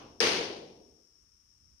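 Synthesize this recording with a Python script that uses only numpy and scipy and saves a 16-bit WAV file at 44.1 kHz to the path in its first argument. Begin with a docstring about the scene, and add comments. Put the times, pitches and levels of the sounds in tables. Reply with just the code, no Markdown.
"""Inside a large metal building, hardened foam tears loose from a steel roof with one sharp crack.
The snap is two damped tones and a bright noise splinter; the freed panel kicks as a decaying sine.
Wall slaps, surging booms and a dense wash are shaped noise; the roof panels ring as unsteady modes.
An earlier crack is still dying away at the start; under it all lie a faint rumble and a narrow hiss."""
import sys
import numpy as np
from scipy import signal
from scipy.fft import rfft, irfft, next_fast_len
from scipy.io import wavfile
from scipy.ndimage import uniform_filter1d, map_coordinates

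SR = 44100
rng = np.random.default_rng(int(sys.argv[2]) if len(sys.argv) > 2 else 0)


def to_wav(s):
    """Save 16-bit WAV."""
    ch = np.atleast_2d(s).T  # columns
    pcm = np.round(np.clip(ch, -1, 1) * 32767)  # PCM
    wavfile.write(sys.argv[1], SR, pcm.astype(np.int16))


N = 79380

# Spectrum of the rumble before its swell and pan. Each row: frequency in Hz, density in dB per Hz.
RUMBLE = [(25, -108), (45, -98), (60, -89), (85, -93.5), (125, -101), (240, -100), (380, -107), (700, -119),
          (2000, -140)]
# Level of the rumble over time. Each row: time in seconds, level in dB.
RUMBLE_LEVEL = [(0, 0), (.9, 2.5), (1.06, -6.5), (1.24, -2), (1.36, -4), (1.47, 0), (1.62, 0), (1.72, 1.5),
                (1.8, -1)]
# Spectrum of the steady hiss. Each row: frequency in Hz, density in dB per Hz.
HISS = [(300, -125), (850, -120), (1150, -112), (2000, -117), (3000, -116), (4400, -116), (5000, -101),
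        (5500, -88), (6150, -104), (6750, -108), (7400, -123), (8100, -114), (8900, -112), (10500, -123),
        (15500, -125)]
# Remainder of the earlier crack at the start. Each row: frequency in Hz, density in dB per Hz.
EARLIER_CRACK = [(30, -92.5), (70, -83), (100, -76), (150, -87), (200, -85.5), (240, -78), (300, -75),
                 (450, -77), (600, -81.5), (1150, -79.5), (1900, -94.5), (2700, -87), (4000, -92.5),
                 (6200, -91), (7500, -118), (9000, -111), (12000, -122)]
# Likeness of left and right in the building. Each row: frequency in Hz, coherence from -1 to 1.
COHERENCE = [(40, 0.93), (110, 0.99), (200, .9), (380, 0.85), (700, 0.22), (1300, -.05), (3000, 0)]
# Colour of the crack as it fills the building. Each row: frequency in Hz, density in dB per Hz.
CRACK_COLOUR = [(25, -102), (58, -73.5), (82, -82), (105, -68), (135, -75), (165, -64), (210, -64.5),
                (270, -60), (470, -54.5), (590, -61.5), (1250, -63.5), (2000, -60.5), (3000, -61.5),
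                (3700, -62.5), (4800, -59.5), (6100, -62.5), (6700, -71), (7400, -82.5), (8800, -74.5),
                (10000, -78.5), (11000, -88.5), (12200, -87.5), (14300, -102), (15600, -120)]
# Reverberation of the building. Each row: frequency in Hz, T60 in seconds.
HALL_T60 = [(60, 0.89), (130, 1.25), (250, 1.2), (450, 1.1), (700, 0.99), (1300, 0.51), (2200, 0.54),
            (3000, 0.55), (5500, 0.6), (9000, 0.55), (14000, 0.4)]
# Time constant of the wash's growth. Each row: frequency in Hz, time in seconds.
BUILD_UP = [(60, 0.04), (150, 0.028), (400, .005), (1500, 0.0039), (6000, 0.0011)]
# Time that wash and panels hold before they fall. Each row: frequency in Hz, time in seconds.
HOLD = [(100, 0.11), (500, 0.068), (900, 0.16), (2000, 0.17), (3500, 0.24), (6000, .13), (10000, 0.09)]
# Returns of the panels' boom from the far walls. Each row: start in seconds, level in dB per Hz
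# to which the boom colour is added.
BOOMS = [(0.282, -53.5), (0.396, -53), (.487, -59), (0.554, -65), (0.614, -66), (0.791, -75),
         (0.977, -85.5)]
# Colour of the booms. Each row: frequency in Hz, relative level in dB.
BOOM_COLOUR = [(100, -29), (250, -11), (450, 0.5), (600, -4.5), (1000, -20), (2500, -53)]
# Distinct wall echoes. Each row: start in seconds, level in dB over the crack colour.
ECHOES = [(0.2265, 0.5), (0.2514, -1.5), (.259, -7.5), (.2645, -4), (0.27, 4), (0.2903, -1), (0.4094, -10)]
# Modes of the roof panels. Each row: frequency in Hz, level in dB, T60 in seconds.
PANEL_MODES = [(253, -47, 1.25), (331, -42, 1.3), (374, -45, 1.1), (400, -39.5, 1.2), (439, -40, 1.2),
               (467, -40, 1.1), (494, -42, 1.0)]
# Bursts of the breaking foam. Each row: frequency in Hz, level in dB, time to peak in seconds.
SNAP_BURSTS = [(4950, -6.5, 0.00081), (1680, -24.5, .0021)]
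# The snap and its bounces off the nearest surfaces. Each row: delay in seconds, level in dB.
BOUNCES = [(0, 0), (.0011, -10), (.0056, -11)]
# Shading of the right microphone. Each row: frequency in Hz, level against the left in dB.
RIGHT_SHADE = [(50, 3.5), (140, 1.5), (220, -1), (500, -3), (900, -1), (3000, -.5), (3700, -6.5),
               (5500, -14.5), (6400, -9), (7300, -8.5), (8700, -12), (10000, -9.5), (11200, 0), (15000, -1)]
# Low mids handled by the noise suppressor. Each row: frequency in Hz, share from 0 to 1.
QUIET_BAND = [(120, 0.092), (230, 1), (550, 0.88), (850, 0.17)]

RUMBLE_SWELL_DB, RUMBLE_SWELL_RATE = 1.2, 7.8  # dB per unit of wobble, knots a second
RUMBLE_PAN_DB = 2  # taken from the left, added to the right
GRAIN_DB, GRAIN_RATE = 1.0, 450  # dB per unit of wobble, knots a second
BOOM_RISE_S, BOOM_T60_S = 0.008, 0.18
ECHO_RISE_S, ECHO_T60_S = 0.0002, 0.034
ECHO_LOW_HZ, ECHO_HIGH_HZ = 180, 8000  # the slaps carry no deep bass and little top
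PANEL_RISE_S, PANEL_WANDER_RAD, PANEL_WANDER_RATE = 0.008, 0.6, 18  # rate in knots a second
THUD_HZ, THUD_DB, THUD_RISE_S, THUD_T60_S = 470, -24, 0.003, 0.09
CRACK_S = 0.2036
SNAP_SHAPE = 4  # exponent that narrows each burst's envelope
SPLINTER_DB, SPLINTER_RISE_S, SPLINTER_T60_S = 20, 0.0003, 0.0052  # level over the crack colour
RIGHT_LAG_S, RIGHT_DB = 0.000083, -7
QUIET_DB, QUIET_KNEE_DB, QUIET_DEPTH_DB = -71, 1.0, 5
TOP_HZ = 15650  # band limit


def amp(db):
    """Decibel law: level to amplitude ratio."""
    return 10 ** (np.asarray(db) / 20)


def along(points, hz):
    """Linear interpolation of (Hz, value) points on a logarithmic frequency axis."""
    f, value = np.transpose(points)
    return np.interp(np.log(hz + 1), np.log(f + 1), value)


def since(start):
    """Causality: seconds elapsed since a moment, zero before it."""
    return np.maximum(np.arange(N) / SR - start, 0)


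def wobble(rate):
    """Random modulation: a smooth spline through random knots, rate of them a second."""
    knots = rng.standard_normal(N // 8)
    return map_coordinates(knots, [np.arange(N) * rate / SR], mode="wrap")


def filtered(x, response):
    """Linear filtering: the spectrum of x times a response of frequency."""
    m = next_fast_len(N + SR // 2)
    hz = np.fft.rfftfreq(m, 1 / SR)
    return irfft(rfft(x, m) * response(hz), m)[..., :N]


def noise(spectrum):
    """Spatial coherence: two independent noises mixed as mid and side, with a given density."""
    def mid_side_gains(hz):
        angle = np.arccos(np.clip(along(COHERENCE, hz), -1, 1)) / 2
        return amp(along(spectrum, hz)) * [np.cos(angle), np.sin(angle)]

    white = rng.standard_normal((2, N)) * np.sqrt(SR / 2)  # unit power per Hz
    mid, side = filtered(white, mid_side_gains)
    return np.array([mid + side, mid - side])


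def by_band(x, envelope, count=20):
    """Frequency-dependent decay: overlapping bands of x, each with the envelope of its centre."""
    centres = np.geomspace(40, TOP_HZ, count)
    m = next_fast_len(N + SR // 4)
    spectrum, hz = rfft(x, m), np.fft.rfftfreq(m, 1 / SR)
    total = np.zeros((2, N))
    for centre, pick in zip(centres, np.eye(count)):
        weight = along(np.c_[centres, pick], hz)
        total += irfft(spectrum * weight, m)[:, :N] * envelope(centre)
    return total


def swell(t, rise, t60, hold=0):
    """Exponential growth and decay, with a rounded hold between them."""
    fall_time = np.hypot(t, hold) - hold
    return (1 - np.exp(-t / rise)) * amp(-60 * fall_time / t60)


def background():
    """Stationary coloured noise: a hiss with a narrow peak, over a rumble of wandering level."""
    level_db = np.interp(since(0), *np.transpose(RUMBLE_LEVEL))
    level_db = level_db + RUMBLE_SWELL_DB * wobble(RUMBLE_SWELL_RATE)
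    pan = amp([[-RUMBLE_PAN_DB], [RUMBLE_PAN_DB]])
    return noise(RUMBLE) * amp(level_db) * pan + noise(HISS)


def earlier_crack():
    """Free decay of a reverberant field: only the fading remainder of the crack before."""
    t = since(0)
    return by_band(noise(EARLIER_CRACK), lambda hz: amp(-60 * t / along(HALL_T60, hz)))


def wash():
    """Diffuse reverberation: bass builds slowly, lows last longest, reflections roughen the level."""
    t = since(CRACK_S)

    def envelope(hz):
        return swell(t, along(BUILD_UP, hz), along(HALL_T60, hz), along(HOLD, hz))

    tail = by_band(noise(CRACK_COLOUR), envelope)
    grain = np.array([wobble(GRAIN_RATE), wobble(GRAIN_RATE)])
    return tail * amp(GRAIN_DB * grain)


def booms():
    """Late reflection: the low ring returns in duller surges, their powers added."""
    power = sum((amp(db) * swell(since(s), BOOM_RISE_S, BOOM_T60_S)) ** 2 for s, db in BOOMS)
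    return noise(BOOM_COLOUR) * np.sqrt(power)


def echoes():
    """Scattered reflection: the ribbed walls turn each slap into noise, their powers added."""
    def colour(hz):
        low_cut = hz ** 2 / (hz ** 2 + ECHO_LOW_HZ ** 2)
        return low_cut / np.hypot(1, (hz / ECHO_HIGH_HZ) ** 2)

    slap = filtered(noise(CRACK_COLOUR), colour)
    power = sum((amp(db) * swell(since(s), ECHO_RISE_S, ECHO_T60_S)) ** 2 for s, db in ECHOES)
    return slap * np.sqrt(power)


def roof():
    """Modal vibration: the released steel panels ring in a cluster of low, unsteady modes."""
    t, ring = since(CRACK_S), np.zeros((2, N))
    for hz, db, t60 in PANEL_MODES:
        shared = wobble(PANEL_WANDER_RATE)
        drift = shared + np.array([wobble(PANEL_WANDER_RATE), wobble(PANEL_WANDER_RATE)])
        phase = 2 * np.pi * (hz * t + rng.random()) + PANEL_WANDER_RAD * drift
        ring += amp(db) * swell(t, PANEL_RISE_S, t60, along(HOLD, hz)) * np.sin(phase)
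    return ring


def thud():
    """Damped oscillation: the panel kicks once as it is let go."""
    t = since(CRACK_S)
    kick = swell(t, THUD_RISE_S, THUD_T60_S) * np.sin(2 * np.pi * THUD_HZ * t)
    return amp(THUD_DB) * kick


def snap():
    """Impulsive fracture: millisecond bursts, nearer the left microphone, and first bounces."""
    t = np.array([since(CRACK_S), since(CRACK_S + RIGHT_LAG_S)])
    burst = np.zeros((2, N))
    for hz, db, rise in SNAP_BURSTS:
        envelope = (t / rise * np.exp(1 - t / rise)) ** SNAP_SHAPE
        burst += amp(db) * envelope * np.sin(2 * np.pi * hz * t)
    splinter = amp(SPLINTER_DB) * noise(CRACK_COLOUR) * swell(t, SPLINTER_RISE_S, SPLINTER_T60_S)
    high_pass = signal.butter(2, 6000, "high", fs=SR, output="sos")
    splinter = signal.sosfilt(high_pass, splinter)
    direct = (burst + splinter) * amp([[0], [RIGHT_DB]])
    return sum(amp(db) * np.roll(direct, round(delay * SR), axis=1) for delay, db in BOUNCES)


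def scene():
    """Superposition: the crack, its answers in the building and the background."""
    return snap() + thud() + echoes() + booms() + wash() + roof() + earlier_crack() + background()


def suppress(x):
    """Downward expansion: the low mids are turned down where they lie under a threshold."""
    band = filtered(x, lambda hz: along(QUIET_BAND, hz))
    power = uniform_filter1d(np.mean(band ** 2, axis=0), size=3000)  # 68 ms average
    level_db = 10 * np.log10(np.abs(power) + 1e-14)
    closed = (1 - np.tanh((level_db - QUIET_DB) / (2 * QUIET_KNEE_DB))) / 2
    return x + band * (amp(-QUIET_DEPTH_DB * closed) - 1)


def record(dry):
    """Spectral shading of the right microphone, suppression of quiet low mids, then a band limit."""
    heard = filtered(dry, lambda hz: amp([0 * hz, along(RIGHT_SHADE, hz)]))
    return filtered(suppress(heard), lambda hz: hz < TOP_HZ)


dry = scene()
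out = record(dry)
to_wav(out)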